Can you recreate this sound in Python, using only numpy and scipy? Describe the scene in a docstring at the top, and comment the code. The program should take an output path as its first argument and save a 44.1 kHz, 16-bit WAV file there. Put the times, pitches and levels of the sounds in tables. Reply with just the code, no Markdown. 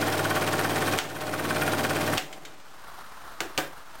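"""A film projector runs in a small room: once a frame the film scrapes through the gate and the claw
clacks, over the drone of the gear train and the motor's hum. At 1 s a hand snaps the control knob to put
the lamp out; at 2.2 s a second snap stops the drive. Both duck the recorder's gain.
The mechanism coasts to rest with a few ticks and a soft whirr comes up.
Near 3.5 s the knob clicks twice more, and the hollow case answers each click."""
import sys
import numpy as np
from scipy import signal
from scipy.fft import rfft, irfft
from scipy.io import wavfile
from scipy.ndimage import uniform_filter1d

SR = 44100
rng = np.random.default_rng(int(sys.argv[2]) if len(sys.argv) > 2 else 0)


def wav_record(signal):
    """Record a signal, one row per channel, as 16-bit PCM in the file named by sys.argv[1]."""
    frames = np.transpose(np.atleast_2d(signal))
    bounded = np.clip(frames, -1, 1)
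    # unit amplitude maps onto the largest positive 16-bit level
    quanta = np.round(bounded * 32767).astype(np.int16)
    wavfile.write(sys.argv[1], SR, quanta)


N = 176400
T = np.arange(N) / SR
FRAMES_PER_S, FIRST_CLACK_S, STOP_S = 17.52, .022, 2.17


def from_db(db):
    """Decibels to gain."""
    return 10 ** (np.asarray(db) / 20)


def rms_one(x):
    """Scale to unit rms."""
    return x / np.sqrt(np.mean(x ** 2) + 1e-20)


def at_hz(points, hz):
    """Read a spectrum on a log-frequency axis."""
    f, db = np.transpose(points)
    return np.interp(np.log(np.maximum(hz, 1)), np.log(f), db)


def noise(spectrum):
    """Coloured noise of unit rms."""
    eq = from_db(at_hz(spectrum, np.arange(N // 2 + 1) * SR / N))
    return rms_one(irfft(rfft(rng.standard_normal(N)) * eq, N))


def drift(rate):
    """A random wobble of unit rms, changing `rate` times a second."""
    return rms_one(np.interp(T * rate, np.arange(4000), rng.standard_normal(4000)))


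def burst(start, decay):
    """Envelope of a contact: instant attack, exponential decay."""
    return (T >= start) * np.exp(-np.clip((T - start) / decay, 0, 50))


def shaped(sound, envelope):
    """Noise under an envelope, with exactly the envelope's energy."""
    return rms_one(sound * envelope) * np.sqrt(np.mean(envelope ** 2))


def ring(clicks, hz, t60):
    """A unit click sets a sine of height 1 ringing."""
    r, w = from_db(-60 / (t60 * SR)), 2 * np.pi * hz / SR
    return signal.lfilter([0, np.sin(w)], [1, -2 * r * np.cos(w), r * r], clicks + 1e-18)


PREDELAY_S = .0044
def room(x, wet_db, split_hz=2430):
    """Add a small room's diffuse tail, whose treble dies a little sooner."""
    t, tail = T[:SR // 2], 0
    for band, t60 in ("low", .31), ("high", .29):
        crossover = signal.butter(2, split_hz, band, fs=SR, output="sos")
        tail += signal.sosfilt(crossover, rng.standard_normal(len(t))) * from_db(-60 * t / t60)
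    tail *= t > PREDELAY_S
    return x + from_db(wet_db) * signal.fftconvolve(x, tail / np.sqrt(np.sum(tail ** 2)))[:N]


# Colour of the room tone. Each row: frequency in Hz, relative level in dB.
ROOM_TONE_EQ = [(30, -18), (50, -8), (85, -1), (150, -5), (700, -11), (2000, -6.5), (8000, -13),
                (16000, -52)]
def room_tone():
    """A faint, steady bed of rumble and hiss."""
    return from_db(-57.5) * noise(ROOM_TONE_EQ)


# Colour of the whirr, with the recorder's treble notch and thin digital hiss above it.
# Each row: frequency in Hz, relative level in dB.
WHIRR_EQ = [(45, 1), (90, -10.5), (160, -8), (300, -7.5), (550, -5.5), (780, 0.5), (1300, 2.5),
            (1700, -3.5), (2300, -13), (4200, -14.5), (8200, -23.5), (9750, -15), (11000, -36),
            (12400, -15), (13500, -25), (16000, -22)]
# Its fader moves. Each row: time in seconds, level in dB.
WHIRR_FADER = [(2.2, -51), (2.58, -54.5), (2.7, -51.5), (2.85, -46), (3.3, -46), (3.75, -44.5), (3.87, -48),
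               (4, -45)]
def whirr(flutter_db=2):
    """A soft, fluttering, fan-like whirr that comes up once the claw has stopped."""
    return noise(WHIRR_EQ) * from_db(np.interp(T, *np.transpose(WHIRR_FADER)) + flutter_db * drift(90))


def tone(hz, waver):
    """A sine whose level and phase waver."""
    phase = 2 * np.pi * (hz * T + rng.random())
    return np.sqrt(2) * (1 + waver * drift(12)) * np.sin(phase + waver * drift(12))


# The motor's tones. Each row: pitch in Hz, level in dB, depth of waver.
MOTOR_TONES = [(100.2, -40, 0.086), (237.4, -43.5, 0.45), (53, -68.5, .1)]
def motor(release_s=.02):
    """Mains hum and rotor tone, gone as soon as the current is cut."""
    hum = sum(from_db(db) * tone(hz, waver) for hz, db, waver in MOTOR_TONES)
    return hum * np.exp(-np.maximum(T - STOP_S, 0) / release_s)


# The gears' strong harmonics, as multiples of the frame rate, then their levels in dB.
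GEAR_HARMONICS = [8, 9, 16, 17, 18, 19, 20, 21, 23, 25, 31, 35, 44]
GEAR_HARMONIC_DB = [-43.5, -42.5, -43, -39.5, -50.5, -44.5, -44, -47.5, -56, -43, -48.5, -39, -41.5]
# The bed of weaker harmonics. Each row: frequency in Hz, level per harmonic in dB.
GEAR_BED = [(105, -56), (190, -63.5), (260, -57.5), (450, -49.5), (520, -50.5), (640, -50.5), (800, -52.5),
            (880, -51.5), (1100, -55), (1400, -66)]
# Colour of the loose rattle. Each row: frequency in Hz, relative level in dB.
RATTLE_EQ = [(40, -39), (150, -5), (250, -1), (430, 0), (530, -4), (630, -2), (770, 1.5), (880, -11),
             (1100, -7), (2100, -9), (4000, -16), (7000, -21), (9500, -21), (16000, -23.5)]
def gears():
    """The gear train drones and rattles, most just after each clack, and fades once switched off."""
    strong, drone = dict(zip(GEAR_HARMONICS, GEAR_HARMONIC_DB)), 0
    for k in range(6, 80):
        hz = k * FRAMES_PER_S
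        drone += from_db(strong.get(k, at_hz(GEAR_BED, hz))) * tone(hz, waver=min(.21 * k / 25, .7))
    rattle = noise(RATTLE_EQ) * from_db(-31.5 + 2 * drift(300))
    pulse_db = 1.22 * np.cos(2 * np.pi * FRAMES_PER_S * (T - FIRST_CLACK_S - .0086))
    coast_db = (T > STOP_S) * (-7.5 - 48 * (T - STOP_S))
    return from_db(coast_db + pulse_db) * (drone + rattle)


# Colour of the case's boom. Each row: frequency in Hz, relative level in dB.
BOOM_EQ = [(120, -25), (240, -13), (310, 3.5), (410, -2), (520, -12), (1000, -40)]
# The booms. Each row: start in seconds, level in dB.
BOOM_CUES = [(3.409, -34.5), (3.583, -30.5)]
def case_boom(decay_s=.047):
    """The air in the case answers the last two snaps with a low, hollow boom."""
    return noise(BOOM_EQ) * sum(from_db(db) * burst(s, decay_s) for s, db in BOOM_CUES)


# Snaps of the switch. Each row: start in seconds, crack level in dB, crack decay in seconds,
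# clatter level in dB, knock level in dB.
SNAP_CUES = [(0.982, -24, 0.0045, -52, -55), (0.9869, 1, 0.0025, -11.5, -19.5),
             (2.1735, -26, 0.0035, -28, -35), (2.1787, -13, 0.0047, -35, -35),
             (3.4044, -19.5, 0.003, -27.5, -43), (3.5773, -17, .005, -30.5, -31),
             (3.584, -31.5, 0.0056, -20.5, -37.5)]
# Colours of the crack and the clatter. Each row: frequency in Hz, relative level in dB.
CRACK_EQ = [(200, -29), (700, -12.5), (1500, -3), (3000, 2), (4500, -7), (7500, -7), (10000, -17),
            (16000, -20.5)]
CLATTER_EQ = [(40, -10), (130, -20), (220, -14.5), (330, -5), (520, 1), (750, 1.5), (1000, -3), (1500, 0),
              (2200, -7), (6000, -20)]
# The cabinet's modes. Each row: pitch in Hz, gain in dB, time to fall 60 dB in seconds.
CABINET_MODES = [(48, -5, 0.072), (150.3, -9.5, 0.45), (279, -9, 0.36), (744, 5.5, .18), (1500, 0.5, 0.16),
                 (2570, -2, 0.053), (3080, 2.5, 0.032), (4430, 5, 0.048)]
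def knob(tail_s=.039, clatter_s=.017):
    """Each snap is a bright crack with a diffuse tail, a clatter of the case and a ringing knock."""
    crack, clatter = noise(CRACK_EQ), noise(CLATTER_EQ)
    knocks, cracks, clatters = np.zeros((3, N))
    for start, crack_db, decay, clatter_db, knock_db in SNAP_CUES:
        knocks[int(start * SR)] = from_db(knock_db)
        tail = from_db(-5.5) * np.sqrt(decay / tail_s) * burst(start + PREDELAY_S, tail_s)
        cracks += from_db(crack_db) * shaped(crack, np.hypot(burst(start, decay), tail))
        clatters += from_db(clatter_db) * shaped(clatter, burst(start, clatter_s))
    cabinet = sum(from_db(db) * ring(knocks, hz, t60) for hz, db, t60 in CABINET_MODES)
    return cracks + room(clatters, wet_db=-3) + cabinet


# The claw's last ticks. Each row: start in seconds, level in dB.
TICK_CUES = [(2.327, -34.5), (2.4508, -36.5), (2.599, -51), (2.683, -54)]
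def coasting_ticks(decay_s=.011):
    """The coasting claw ticks ever more softly, in the colour of the knob's crack."""
    return noise(CRACK_EQ) * sum(from_db(db) * burst(s, decay_s) for s, db in TICK_CUES)


# Colour of the film's scrape. Each row: frequency in Hz, relative level in dB.
SCRAPE_EQ = [(600, -6), (1500, 2), (2600, -3), (4000, -2), (6500, -6.5), (9000, -9), (16000, -19.5)]
def film_scrape(lead_s=.0062, width_s=.0079):
    """The film scrapes through the gate in a grainy swell just before each clack."""
    frames = (T - FIRST_CLACK_S + lead_s) * FRAMES_PER_S
    from_pull_s = ((frames + .5) % 1 - .5) / FRAMES_PER_S
    swell = np.exp(-.5 * (from_pull_s / width_s) ** 2) * (T < STOP_S)
    return noise(SCRAPE_EQ) * swell * from_db(-34 + 3.2 * drift(600))


# Contacts in one clack. Each row: offset in seconds, relative level in dB, grit decay in seconds.
CLAW_CONTACTS = [(-.004, -8, 0.0033), (0, 1.5, .003), (.0045, -1, 0.0024), (0.0111, -9, .005)]
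# Frames that land harder or softer. Each row: time in seconds, boost or cut in dB.
CLAW_ACCENTS = [(.25, 1), (.31, 2.5), (.36, 1.5), (.59, 1), (.65, 2), (1.11, -2), (1.28, -4), (1.335, 2.5),
                (1.565, 1), (1.62, 4.5), (1.68, 1.5), (1.79, -2), (1.91, 1.5), (2.08, -1.5)]
# The clack's ringing pitches; the top rows are a thin digital sheen from the recorder.
# Each row: pitch in Hz, relative level in dB, time to fall 60 dB in seconds.
CLACK_RING = [(1112, -12, 0.027), (1414, -8, 0.021), (1540, -7.5, 0.023), (1823, -13, 0.025),
              (2450, -15.5, 0.023), (3170, -17.5, 0.017), (4300, -28, .005), (8400, -25.5, .015),
              (9500, -23.5, 0.029), (12550, -22.5, .018), (13500, -26, .015), (15200, -41, .005)]
def claw(jitter_s=.0005, spread_db=.96, grit_mix=.79):
    """Once a frame the claw lands in a quick run of gritty, ringing contacts."""
    starts = np.arange(FIRST_CLACK_S, STOP_S, 1 / FRAMES_PER_S)
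    accent_db = sum(db * (abs(starts - s) < .5 / FRAMES_PER_S) for s, db in CLAW_ACCENTS)
    force = np.zeros(N)
    for offset, db, decay in CLAW_CONTACTS:
        timing, strength = rng.standard_normal((len(starts), 2)).T
        landings = ((starts + offset + jitter_s * timing) * SR).astype(int)
        hits = np.zeros(N)
        hits[landings] = from_db(db + accent_db + spread_db * strength)
        envelope = signal.lfilter([1], [1, -np.exp(-1 / (decay * SR))], hits + 1e-18)
        grit = envelope * rng.standard_normal(N) * np.sqrt(2 / (decay * SR))
        force += hits + grit_mix * grit
    rings = ((-1) ** k * from_db(db) * ring(force, hz, t60) for k, (hz, db, t60) in enumerate(CLACK_RING))
    return from_db(-17.5) * sum(rings)


def scene():
    """The projector over the room tone, in mono."""
    transport = room(claw() + film_scrape() + coasting_ticks(), wet_db=-6)
    return (transport + gears() + motor() + knob() + case_boom() + whirr() + room_tone())[None]


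def record(dry, limit_db=-22.5, detect_s=.0078, recover_per_s=1.3, ceiling=.91, dc_offset=-.0069):
    """The gain ducks at once and creeps back; then soft clipping, a treble notch, a high cut and DC."""
    level = np.sqrt(np.maximum(uniform_filter1d(dry[0] ** 2, int(detect_s * SR)), 1e-12))
    wanted = np.minimum(1, from_db(limit_db) / level)
    gain = np.minimum.accumulate(wanted - recover_per_s * T) + recover_per_s * T
    rounded = ceiling * np.tanh(dry * gain / ceiling)
    notch = signal.butter(2, [10605, 11455], "bandstop", fs=SR, output="sos")
    high_cut = signal.ellip(10, .1, 80, 15900, fs=SR, output="sos")
    return signal.sosfilt(high_cut, signal.sosfilt(notch, rounded)) + dc_offset


dry = scene()
out = record(dry)
wav_record(out)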